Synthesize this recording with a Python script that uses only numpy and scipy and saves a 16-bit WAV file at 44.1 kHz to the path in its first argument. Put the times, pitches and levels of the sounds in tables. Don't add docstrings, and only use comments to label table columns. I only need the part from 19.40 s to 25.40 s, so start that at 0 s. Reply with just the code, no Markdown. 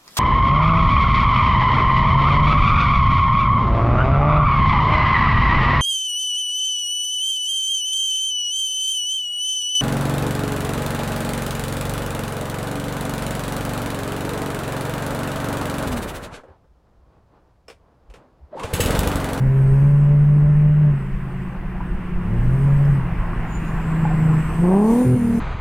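import sys
import numpy as np
from scipy import signal
from scipy.fft import rfft, irfft
from scipy.io import wavfile
from scipy.ndimage import uniform_filter1d

SR = 44100
rng = np.random.default_rng(int(sys.argv[2]) if len(sys.argv) > 2 else 0)


def bounce(signal):
    frames = np.transpose(np.atleast_2d(signal))
    limited = np.clip(frames, -1, 1)
    pcm = np.round(limited * 32767).astype(np.int16)
    wavfile.write(sys.argv[1], SR, pcm)


N = 264600
STEP = 8
TIME_S = np.arange(N) / SR
COARSE_S = TIME_S[::STEP]
CYLINDERS = 6
PEDAL_S, RELEASE_S = .06, .09

# (time [s], firing rate [Hz])
OWN_FIRING_HZ = [(0, 128.1), (.12, 133.8), (.3, 134.7), (.5, 143), (1.42, 150.2), (1.5, 145.5), (1.6, 135),
                 (2.2, 130.9), (2.8, 98), (3.15, 132.4), (3.3, 140.4), (3.49, 142.7), (3.8, 113.5),
                 (6, 105.5)]
# (down [s], up [s], drone [dB], load [0-1], intake hiss [dB])
THROTTLE_PULLS = [(-.35, 1.482, -13, .95, -61.5), (2.8, 3.544, -14.5, 0.7, -61)]
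# (frequency [Hz], gain [dB])
CABIN_DB = [(30, -16.5), (90, -6), (134, -0.2), (142, 1), (155, -0.5), (210, -8.5), (280, -31),
            (385, -28.5), (406, -22), (422, -32), (445, -29), (545, -31), (580, -30), (720, -43.5),
            (1000, -44), (1500, -57.5)]
# firing harmonic, then the five lines above it (level [dB])
OWN_LINES_DB = [0, -30, -31, -20, -30.5, -28]
# same, other engine (level [dB])
OTHER_LINES_DB = [0, -14.5, -18.5, -18, -24.5, -10.5]
# (time [s], firing rate [Hz])
OTHER_FIRING_HZ = [(0, 207.1), (2.3, 182.4), (5.02, 156.5), (5.17, 163.1), (5.3, 183.8), (5.6, 248.9),
                   (5.65, 253.4), (5.75, 250.6), (5.82, 238), (6, 231.2)]
# (time [s], level [dB])
APPROACH_DB = [(0, -32.5), (2.6, -32), (2.8, -25.5), (3.4, -31.5), (4.25, -30.5), (4.55, -20.5),
               (4.8, -17.5), (5.5, -13.5), (6, -11)]
# (frequency [Hz], gain [dB])
PIPE_SHUT_DB = [(30, -9.5), (95, -7.5), (150, 1.5), (240, -7.5), (315, -20), (420, -15.5), (470, -27.5),
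                (520, -31), (640, -36.5), (1000, -43), (1500, -59.5)]
# (frequency [Hz], gain [dB])
PIPE_OPEN_DB = [(30, -13), (100, -12), (175, 1), (250, -3), (370, -5), (490, -13), (560, -18.5),
                (680, -27.5), (750, -17.5), (930, -20), (1100, -24), (1500, -60)]
# (frequency [x firing rate], level [dB])
ONE_BANK_DB = [(.5, -15), (1.5, -25.5), (2.5, -50)]
# (time [s], level [dB])
RUMBLE_DB = [(0, -27.5), (2.2, -30.5), (3.3, -24), (5.15, -28), (5.6, -40), (6, -42)]
# (time [s], level [dB])
JOINTS_DB = [(.27, -18.5), (1, -23), (1.18, -24), (1.71, -19), (2.23, -26), (2.49, -21), (2.72, -19.5),
             (2.94, -15.5), (3.04, -22), (3.32, -21.5), (3.77, -23)]
# (time [s], level [dB])
AIR_DB = [(0, -42.5), (.85, -45), (1.4, -44), (2.1, -44), (3.5, -40.5), (4.7, -37), (5.15, -37.5),
          (5.45, -43), (6, -41.5)]
# (frequency [Hz], width [Hz], level [dB])
CAVITY_MODES = [(355, 30, -48), (30, 14, -38)]
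# (frequency [Hz], relative density [dB])
RUMBLE_SHAPE_DB = [(8, -11.5), (20, 1), (30, 10.5), (45, 2), (60, -8.5), (85, -12.5), (130, -28),
                   (250, -79.5)]
# (frequency [Hz], relative density [dB])
BOOM_SHAPE_DB = [(50, -24), (90, 2), (130, 6), (185, 8.5), (250, -3.5), (310, -3.5), (360, -10),
                 (450, -7.5), (650, -48)]
# (frequency [Hz], relative density [dB])
ROAR_SHAPE_DB = [(200, 9), (350, -3), (450, -1.5), (650, 3.5), (850, 4.5), (1050, 5.5), (1300, -8),
                 (1800, -41)]
# (frequency [Hz], relative density [dB])
RUSH_SHAPE_DB = [(700, -31), (1100, -0.5), (1400, 1), (1900, -1), (2300, -6), (2800, -8.5), (3200, -17),
                 (3800, -26), (5000, -29.5), (6500, -41), (12000, -53.5)]
# (frequency [Hz], relative density [dB])
DRAUGHT_SHAPE_DB = [(10, -7.5), (35, 2.5), (80, -3), (140, -15), (300, -24), (600, -28), (1200, -48.5)]
# (frequency [Hz], relative density [dB])
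CALM_SHAPE_DB = [(2500, -9.5), (4000, -6), (5200, -4.5), (6500, -7), (7400, -4.5), (8400, 5), (9300, -1),
                 (11000, -14.5), (13200, -2), (14300, -6.5), (15400, -13)]
# (frequency [Hz], relative density [dB])
GUST_SHAPE_DB = [(2500, -3), (4000, -5), (5200, -7), (7300, -2.5), (9000, -2), (11000, -4), (12800, -5),
                 (15400, -7)]
# (time [s], level [dB])
WINDOW_HISS_DB = [(0, -74.5), (2, -68.5), (2.3, -73), (4.05, -68), (4.25, -60), (4.7, -62.5), (5, -57.5),
                  (6, -52)]
# (frequency [Hz], left-right correlation [0-1])
CORRELATION = [(30, 0.99693), (150, 1), (700, 0.98), (1400, 0.94), (2300, 0.9), (3200, 0.32), (5000, 0.17),
               (8500, 0.36), (13000, 0.13)]
# (time [s], nominal pitch [Hz], width [Hz], peak level [dB])
SQUEAL_EVENTS = [(4.155, 7160, 260, -46), (4.285, 7100, 600, -56)]
# (time [s], nominal pitch [Hz], width [Hz], level [dB])
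WHISTLE_GLIDE = [(4.3, 7450, 899, -67), (4.5, 7800, 848, -59), (5, 8140, 847, -54.5),
                 (5.4, 9000, 453, -51.5), (5.62, 9450, 283, -46.5), (5.78, 9570, 201, -49.5),
                 (6, 9660, 200, -58)]
# (time [s], level [dB], pitch [Hz], t60 [s])
KNOCK_EVENTS = [(2.405, -21.5, 947, 0.047), (2.411, -21.5, 984, 0.039), (3.45, -48, 5200, .04),
                (3.932, -17.5, 1141, 0.019), (4.652, -11.5, 835, 0.033), (4.707, -21.5, 745, 0.073)]
# (frequency [x pitch], level [dB])
TRIM_MODES = [(1, -1.5), (1.17, -12.5), (1.9, -26)]


def own_car():
    swell_s, overrun_s, overrun_db = .22, .45, -10.5
    firing_hz, = curves(OWN_FIRING_HZ, COARSE_S)
    load = own_load(COARSE_S)
    drive = 0
    for on, off, db, _, _ in THROTTLE_PULLS:
        pull = gate(on, off, swell_s, RELEASE_S)
        overrun = amp(overrun_db) * gate(on, off, swell_s, overrun_s)
        drive += amp(db) * np.maximum(pull, overrun)
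    firings = np.cumsum(firing_hz) * STEP / SR + .012 * wander(23)
    overtone_db = 9 * (load - .52) + 1.5 * wander(10)

    def pipe_db(hz):
        return colour(CABIN_DB, hz) + overtone_db * ramp(hz, 170, 100)

    note = exhaust(firings, firing_hz, pipe_db, OWN_LINES_DB, uneven_db=7 * load, ragged_db=16,
                   rough_rad=.83, flutter=.045, waver_db=2.5, line_limit=50)
    return ports(upsample(drive * note), lag_ms=.018)


def own_load(t):
    ease_s = 1.4
    return sum(load * gate(on, off, PEDAL_S, RELEASE_S, t) * np.exp(-np.maximum(t - on, 0) / ease_s)
               for on, off, _, load, _ in THROTTLE_PULLS)


def exhaust(firings, firing_hz, pipe_db, lines_db, uneven_db, ragged_db, rough_rad, flutter,
            waver_db, line_limit):
    out = 0
    for k in range(1, line_limit):
        line_hz = firing_hz * k / CYLINDERS
        phase = 2 * np.pi * firings * k / CYLINDERS
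        level_db = pipe_db(line_hz)
        if k % CYLINDERS:
            level_db += lines_db[k % CYLINDERS] + uneven_db + ragged_db * ramp(line_hz, 300, 600)
            phase += 2 * np.pi * rng.random() + rough_rad * wander(11)
        elif k > CYLINDERS:
            level_db += waver_db * wander(7)
        out += amp(level_db) * np.cos(phase)
    return np.sqrt(2) * out * (1 + flutter * wander(41))


def other_car():
    switch_s, lift_db, misfire_db = .0077, -11, -5.5
    rasp_end_s, rasp_fade_db_per_s, rasp_hz = 5.506, 65, 620
    firing_hz, = curves(OTHER_FIRING_HZ, COARSE_S)
    lift = gate(5.012, 5.174, switch_s, switch_s)
    throttle = gate(5.203, 5.757, attack_s=.031, release_s=.012)
    misfire = gate(5.648, 5.752, switch_s, switch_s)
    level_db = curves(APPROACH_DB, COARSE_S)[0] + lift_db * lift + misfire_db * misfire
    rasp_db = -rasp_fade_db_per_s * np.maximum(COARSE_S - rasp_end_s, 0)
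    firings = np.cumsum(firing_hz) * STEP / SR + .007 * wander(50)

    def pipe_db(hz):
        open_db = colour(PIPE_OPEN_DB, hz) + rasp_db * ramp(hz, rasp_hz, 100)
        return (1 - throttle) * colour(PIPE_SHUT_DB, hz) + throttle * open_db

    note = exhaust(firings, firing_hz, pipe_db, OTHER_LINES_DB, uneven_db=-4.5 * throttle,
                   ragged_db=12, rough_rad=.6, flutter=.11, waver_db=1.2, line_limit=44)
    tones = amp(level_db) * note + misfire * one_bank(firings)
    puffs = gas_puffs(firings, gain=amp(level_db + rasp_db - 21) * throttle ** 2)
    return ports(upsample(tones), lag_ms=.03) + puffs


def gas_puffs(firings, gain):
    pulses = unit(np.exp(.98 * np.cos(2 * np.pi * firings)))
    # (frequency [Hz], relative density [dB])
    shape_db = [(200, -20), (400, 2), (650, 9), (950, -12), (1200, -12), (1700, -21), (3000, -41)]
    return upsample(gain * pulses) * noise(shape_db, patchy_db=2)


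def one_bank(firings):
    lines = sum(amp(db) * np.sin(2 * np.pi * ratio * firings) for ratio, db in ONE_BANK_DB)
    return np.sqrt(2) * lines * (1 + .39 * np.cos(2 * np.pi * firings / CYLINDERS))


def road_rumble():
    hold_s = .056
    jolts = sum(amp(db) * gate(s, s + hold_s, attack_s=.016, release_s=.04, t=TIME_S)
                for s, db in JOINTS_DB)
    rolling = amp(curves(RUMBLE_DB)[0])
    return np.hypot(rolling, jolts) * noise(RUMBLE_SHAPE_DB, patchy_db=.5)


def boom_tyres_air():
    air_db, = curves(AIR_DB)
    mean_db = air_db.mean()
    swell_db = air_db - mean_db
    boom_db = mean_db + 8.5 + .77 * swell_db + 4 * own_load(TIME_S)
    roar_db = mean_db + 3.5 + 1.27 * swell_db
    boom = amp(boom_db) * noise(BOOM_SHAPE_DB, patchy_db=1.5)
    roar = amp(roar_db) * noise(ROAR_SHAPE_DB, patchy_db=2.1)
    rush = amp(air_db) * noise(RUSH_SHAPE_DB, patchy_db=1.04)
    return boom + roar + rush


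def cavity_hum():
    hum = 0
    for hz, width_hz, db in CAVITY_MODES:
        phase = 2 * np.pi * hz * COARSE_S
        hum += amp(db) * (wander(width_hz / 2) * np.cos(phase) + wander(width_hz / 2) * np.sin(phase))
    return upsample(hum)


def draught():
    level_db = -52 + 9.5 * swell(at_s=3.2, width_s=.32)
    return amp(level_db) * np.array([noise(DRAUGHT_SHAPE_DB, patchy_db=3.5)[0] for port in "LR"])


def hiss():
    intake_hold_s = .69
    intake = 0
    for on, off, _, _, db in THROTTLE_PULLS:
        early = gate(on, on + intake_hold_s, attack_s=.22, release_s=.6, t=TIME_S)
        intake += amp(db) * early * gate(on, off, PEDAL_S, RELEASE_S, TIME_S)
    window = amp(curves(WINDOW_HISS_DB)[0])
    gust = amp(-46.5) * swell(at_s=5.565, width_s=.086)
    level_db = 10 * np.log10(window ** 2 + intake ** 2 + gust ** 2)
    blend = ramp(level_db, -63, 8)
    calm = np.sqrt(1 - blend) * noise(CALM_SHAPE_DB, patchy_db=3.5)
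    broad = np.sqrt(blend) * noise(GUST_SHAPE_DB, patchy_db=1.7)
    return amp(level_db + 4.5) * (calm + broad)


def whistles():
    slope_db_per_s = 260
    squeals = 0
    for s, hz, width_hz, db in SQUEAL_EVENTS:
        squeals += amp(db - slope_db_per_s * abs(TIME_S - s)) * resonance(hz, width_hz, octave_db=-24)
    hz, width_hz, level_db = curves(WHISTLE_GLIDE)
    started = TIME_S > WHISTLE_GLIDE[0][0]
    return squeals + amp(level_db) * started * resonance(hz, width_hz, octave_db=-61)


def resonance(hz, width_hz, octave_db):
    phase = 2 * np.pi * np.cumsum(hz * np.ones(N)) / SR
    position = np.cumsum(width_hz * np.ones(N)) / SR
    knots = int(position[-1]) + 2

    def drift():
        smooth = signal.resample(rng.standard_normal(knots), knots * 8)
        return unit(np.interp(position, np.arange(knots * 8) / 8, smooth))

    def band(ratio):
        return unit(drift() * np.cos(ratio * phase) + drift() * np.sin(ratio * phase))

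    centre = band(.98)
    sides = np.array([band(.96), band(.96)])
    return unit(centre + .96 * sides) + amp(octave_db) * band(2)


def knocks():
    attack_s = .00077
    out = np.zeros(N)
    for s, db, hz, t60_s in KNOCK_EVENTS:
        age_s = np.clip(TIME_S - s, 0, 1)
        envelope = amp(db - 60 * age_s / t60_s) * (1 - np.exp(-age_s / attack_s))
        ring = sum(amp(mode_db) * np.sin(2 * np.pi * hz * k * age_s) for k, mode_db in TRIM_MODES)
        out += envelope * ring
    return out


def noise(shape_db, patchy_db):
    hz = np.fft.rfftfreq(2048, 1 / SR)
    grid = (N // 512 + 5, len(hz))
    patches = uniform_filter1d(rng.standard_normal(grid), size=6, axis=0)
    patches = unit(uniform_filter1d(patches, size=20, axis=1))
    mid, side = rng.standard_normal((2, *grid)) + 1j * rng.standard_normal((2, *grid))
    correlation = colour(CORRELATION, hz)
    mid *= np.sqrt(1 + correlation)
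    side *= np.sqrt(1 - correlation)
    spectra = np.array([mid + side, mid - side]) * amp(colour(shape_db, hz) + patchy_db * patches)
    _, stereo = signal.istft(spectra.swapaxes(1, 2), nperseg=2048, noverlap=1536)
    return unit(stereo[:, :N])


def wander(rate_hz):
    hz = np.fft.rfftfreq(4096, TIME_S[-1] / 4096)
    slow = irfft(rfft(rng.standard_normal(4096)) / (1 + (hz / rate_hz) ** 4))
    return np.interp(COARSE_S, np.linspace(0, TIME_S[-1], len(slow)), unit(slow))


def ports(x, lag_ms):
    return np.array([x, np.interp(TIME_S - lag_ms / 1000, TIME_S, x)])


def gate(on_s, off_s, attack_s, release_s, t=COARSE_S):
    rise = 1 - np.exp(-np.clip(t - on_s, 0, off_s - on_s) / attack_s)
    return rise * np.exp(-np.maximum(t - off_s, 0) / release_s)


def swell(at_s, width_s):
    return np.exp(-.5 * ((TIME_S - at_s) / width_s) ** 2)


def ramp(x, start, span):
    return np.clip((x - start) / span, 0, 1)


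def curves(rows, t=TIME_S):
    times_s, *columns = np.transpose(rows)
    return [np.interp(t, times_s, column) for column in columns]


def colour(points, hz):
    points_hz, values = np.transpose(points)
    return np.interp(np.log(hz + 1), np.log(points_hz), values)


def upsample(x):
    return signal.resample_poly(x, STEP, 1, window=("kaiser", 10))[:N]


def amp(db):
    return 10 ** (np.asarray(db) / 20)


def unit(x):
    return x / np.sqrt(np.mean(x ** 2) + 1e-20)


def scene():
    engines = own_car() + other_car()
    road = road_rumble() + boom_tyres_air() + cavity_hum() + draught()
    return engines + road + hiss() + whistles() + knocks()


def record(dry):
    cutoff_hz = 15500
    faded = dry * signal.windows.tukey(N, .002)
    lowpass = signal.firwin(511, cutoff_hz, window=("kaiser", 9), fs=SR)
    return signal.oaconvolve(faded, lowpass[None], "same", axes=1)


dry = scene()
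out = record(dry)
bounce(out)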